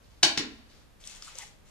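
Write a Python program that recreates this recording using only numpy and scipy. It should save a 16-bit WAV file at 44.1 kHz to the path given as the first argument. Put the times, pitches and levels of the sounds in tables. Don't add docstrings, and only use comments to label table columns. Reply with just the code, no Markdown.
import sys
import numpy as np
from scipy import signal
from scipy.fft import rfft, irfft
from scipy.io import wavfile

SR = 44100
rng = np.random.default_rng(int(sys.argv[2]) if len(sys.argv) > 2 else 0)


def elevation(decibels):
    levels = np.asarray(decibels, float)
    return 10 ** (levels / 20)


def generate_wav(signal):
    frames = np.transpose(np.atleast_2d(signal))
    scaled = np.clip(frames, -1, 1) * 32767
    pcm = np.round(scaled).astype(np.int16)
    wavfile.write(sys.argv[1], SR, pcm)


N = 74970


def at_hz(points, hz):
    points = np.array(points)
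    return np.interp(np.log(hz), np.log(points[:, 0]), points[:, 1])


def rms_one(x):
    return x / np.sqrt(np.mean(x ** 2) + 1e-20)


def swell(start, rise, hold):
    release_s = 0.04
    t = np.arange(N) / SR - start
    return np.clip(t / rise, 0, 1) * np.exp(-np.maximum(t - rise - hold, 0) / release_s)


def swells(events):
    return sum(elevation(db) * swell(start, rise, hold) for start, rise, hold, db in events)


def ring(clicks, hz, t60):
    radius = elevation(-60 / (t60 * SR))
    w = 2 * np.pi * hz / SR
    return signal.lfilter([0, np.sin(w)], [1, -2 * radius * np.cos(w), radius * radius], clicks + 1e-18)


def thin(x, hz):
    return signal.sosfilt(signal.butter(3, hz, "high", fs=SR, output="sos"), x)


def band_pass(x, low, high):
    return signal.sosfilt(signal.butter(2, [low, high], "band", fs=SR, output="sos"), x)


def bands(size, likeness):
    edges = 20 * 2 ** np.arange(0, 9.8, .5)
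    white = rng.standard_normal((2, 2, size))
    for k, (low, high) in enumerate(zip(edges, edges[1:])):
        centre = np.sqrt(low * high)
        mid, side = band_pass(white[k % 2], low, high)
        alike = np.clip(at_hz(likeness, centre), -1, 1)
        yield centre, np.sqrt(1 + alike) * mid + np.sqrt(1 - alike) * side * [[1], [-1]]


def grains(spectrum):
    grains_per_s, spread_db, cycles = 7000, 2.8, 6.0
    sizes = elevation(spread_db * np.minimum(rng.exponential(1, N), 5)) * rng.choice([-1, 1], N)
    clicks = sizes * (rng.random(N) < grains_per_s / SR)
    dealt = rng.integers(0, 20, N)
    out = 0
    for k, hz in enumerate(np.geomspace(spectrum[0][0], spectrum[-1][0], 20)):
        out = out + elevation(at_hz(spectrum, hz)) * hz * ring(clicks * (dealt == k), hz, cycles / hz)
    return rms_one(out)


def hum():
    # (frequency [Hz], level per Hz [dB])
    air_colour = [(12, -29), (20, -3.5), (92, -13), (377, -24.5), (571, -23.5), (733, -29), (1020, -28.5),
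                  (13100, -45.5), (15000, -48)]
    # (frequency [Hz], likeness [-1..1])
    air_alike = [(60, 0.12), (240, 0.11), (950, 0.073), (3770, 0.21), (15000, 0.02)]
    air = rms_one(sum(band * elevation(at_hz(air_colour, hz)) for hz, band in bands(N, air_alike)))
    drone = np.sin(2 * np.pi * 60.5 * np.arange(N) / SR)
    fade = swell(1.3, -0.8, 0.3)
    return elevation(-57) * air + elevation(-60.5) * fade * drone


def sleeve():
    # (frequency [Hz], level per Hz [dB])
    cloth = [(710, -70.5), (1200, -15.5), (2590, 6), (3060, -2.5), (4430, 18.5), (13000, -18)]
    # (start [s], rise [s], hold [s], level [dB])
    rustles = [
        (0, 0.026, 0.15, -72.5),
        (0.677, .02, .09, -66.5),
    ]
    return grains(cloth) * swells(rustles)


def slush():
    # (frequency [Hz], level per Hz [dB])
    wet_colour = [(500, -22.5), (900, 5), (1300, -14), (2000, -9), (3000, 1.5), (4500, -1.5)]
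    # (start [s], rise [s], hold [s], level [dB])
    sucks = [
        (1.024, 0.066, 0.082, -62),
        (1.227, 0.055, 0.033, -58.5),
        (1.362, 0.018, 0.014, -58),
    ]
    return swells(sucks) * thin(grains(wet_colour), 696)


def squelches():
    # (time [s], length [s], frequency [Hz])
    pockets = [
        (1.265, .03, 1280),
        (1.345, .02, 530),
        (1.38, .04, 940),
        (1.41, .05, 815),
        (1.395, .05, 1950),
    ]
    pocket_db = [-49, -52, -52, -55, -49]
    t = np.arange(N) / SR
    rough = rng.standard_normal(N)
    out = 0
    for (start, length, hz), db in zip(pockets, pocket_db):
        puff = rough * np.sin(np.pi * np.clip((t - start) / length, 0, 1))
        out = out + elevation(db) * np.sqrt(hz / SR) * ring(thin(puff, hz * .8), hz, 30 / hz)
    return out


def grit():
    # (frequency [Hz], level per Hz [dB])
    grit_colour = [(1180, -32), (2000, -5.5), (7710, 2.5), (9760, -38), (14000, -27.5), (14500, -18),
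                   (15000, -54)]
    # (start [s], rise [s], hold [s], level [dB])
    strokes = [
        (0.994, 0.011, 0.032, -58),
        (1.032, 0.061, 0.062, -54),
        (1.199, 0.035, 0.045, -54),
        (1.329, 0.054, 0.039, -51),
        (1.647, 0.0076, .1, -66.5),
    ]
    return swells(strokes) * thin(grains(grit_colour), 1390)


def snaps():
    # (time [s], peak level [dB], frequency [Hz])
    stones = [(1.0395, -35, 3480), (1.053, -34, 8140), (1.0625, -58, 7900), (1.073, -38, 7800),
              (1.0741, -24, 5600), (1.0759, -24, 7880), (1.224, -24.5, 5180), (1.2227, -36, 3200),
              (1.224, -41.5, 1290), (1.347, -39.5, 7060), (1.355, -28.5, 6000), (1.3869, -21.5, 7800),
              (1.3866, -20.5, 6120), (1.471, -38, 5600)]
    out = 0
    for time, db, hz in stones:
        click = np.arange(N) == int(time * SR)
        out = out + elevation(db) * thin(ring(click, hz, 16 / hz), hz * .7)
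    return out


def splats():
    # (time [s], level [dB], decay [s])
    bursts = [
        (.2312, -11.5, 0.0032),
        (0.374, -28.5, 0.0034),
    ]
    t = np.arange(N) / SR
    burst = sum(elevation(db) * (t > s) * np.exp(-np.maximum(t - s, 0) / decay) for s, db, decay in bursts)
    return band_pass(burst * rng.standard_normal(N), 1060, 6800)


def struck(modes, column, cycles):
    # (time [s], steel level [dB], wood level [dB])
    touches = np.array([(0.2271, -42, -45), (0.2288, -14, -41), (.2303, -6.5, -34), (.2317, -1.5, -25),
                        (0.233, -3, -25.5), (0.2348, -7, -35), (.2352, -11, -30.5), (.3747, -10.5, -26),
                        (.3755, -13, -34), (0.3764, -3, -28.5), (.3790, -14, -31)])
    times = touches[:, 0]
    chance = rng.standard_normal((len(touches), len(modes)))
    out = 0
    for k, (hz, first_db, second_db) in enumerate(modes):
        mode_db = np.where(times < .3, first_db, second_db)
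        strength = elevation(touches[:, column] + mode_db - 6 + 2.4 * chance[:, k])
        clicks = np.zeros(N)
        clicks[(times * SR).astype(int)] = strength * (-1) ** k
        out = out + ring(clicks, hz, (cycles if hz < 7000 else 9) / hz)
    return out


def board():
    # (frequency [Hz], first knock level [dB], second knock level [dB])
    wood_modes = [(161, -7, -10), (245, 2.5, 0), (332, 4, 5.5), (455, -5.5, 0.5), (576, -11, -10.5),
                  (690, 4.5, -17), (857, 1, -18), (1026, -13, -20), (1050, 1.5, 1.5), (1233, 7, -3),
                  (1430, 8.5, 4)]
    return struck(wood_modes, column=2, cycles=12)


def blade():
    # (frequency [Hz], first knock level [dB], second knock level [dB])
    steel_modes = [(1686, -15, -12.5), (2090, -11, -11.5), (2516, -2, -3.5), (2646, 0, 0),
                   (3200, -4.5, -4.5), (3440, -7.5, -4), (3810, -0.5, -2), (4400, 3.5, -4), (5430, 3.5, -1),
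                   (6040, 4, -5), (7020, -1, -7.5), (7800, 1.5, -26.5), (9330, -0.5, -17),
                   (10460, -15.5, -40)]
    return struck(steel_modes, column=1, cycles=15)


def room(x):
    # (frequency [Hz], T60 [s])
    decay_times = [(100, 0.2), (260, 0.52), (700, 0.34), (1840, 0.3), (4850, 0.21), (12800, 0.16)]
    # (frequency [Hz], level [dB])
    echo_colour = [(100, 4.5), (300, 7.5), (1000, 6.5), (3000, 8), (7000, 6.5), (14000, -2.5)]
    # (frequency [Hz], likeness [-1..1])
    echo_alike = [(60, 0.78), (180, 1), (550, 0.504), (1650, -0.14), (4970, -0.12), (15000, 1)]
    far_db, far_stretch, far_low_hz = -21.5, 3.31, 700
    first_echo_s, build_s = 0.001, 0.0016
    t = np.arange(SR) / SR
    tail = 0
    for hz, band in bands(SR, echo_alike):
        fall_db = -60 * t / at_hz(decay_times, hz)
        far = (hz > far_low_hz) * elevation(far_db + fall_db / far_stretch)
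        tail = tail + band * elevation(at_hz(echo_colour, hz)) * (elevation(fall_db) + far)
    tail = tail * (1 - np.exp(-np.maximum(t - first_echo_s, 0) / build_s))
    tail = elevation(-1) * tail / np.sqrt(np.sum(tail ** 2) / 2)
    echoes = signal.fftconvolve(x[None], tail, axes=1)[:, :N]
    return echoes + elevation(-51) * ring(x, 224.3, 0.71)


def direct(x):
    return np.array([x, np.interp(np.arange(N) - 2, np.arange(N), x)])


def shade(pair):
    # (frequency [Hz], left minus right level [dB])
    left_lean = [(100, -1), (250, -3), (600, -1), (1500, .5), (5000, 1), (7500, 9), (10000, 6), (14000, 2)]
    half_db = at_hz(left_lean, np.arange(1, N // 2 + 2) * SR / N) / 2
    return irfft(rfft(pair) * elevation([half_db, -half_db]), N)


def scene():
    knocks = blade() + board() + splats()
    near = thin(knocks, 103) + grit() + slush() + sleeve()
    beamed = squelches() + snaps()
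    echoes = room(near + elevation(-9.5) * beamed)
    return shade(direct(near + beamed) + echoes) + hum()


def roll_off(x):
    return signal.sosfilt(signal.butter(12, 15620, fs=SR, output="sos"), x)


def record(dry):
    top_cut = signal.cheby2(16, 42, 14700, fs=SR, output="sos")
    return roll_off(signal.sosfilt(top_cut, dry))


dry = scene()
out = record(dry)
generate_wav(out)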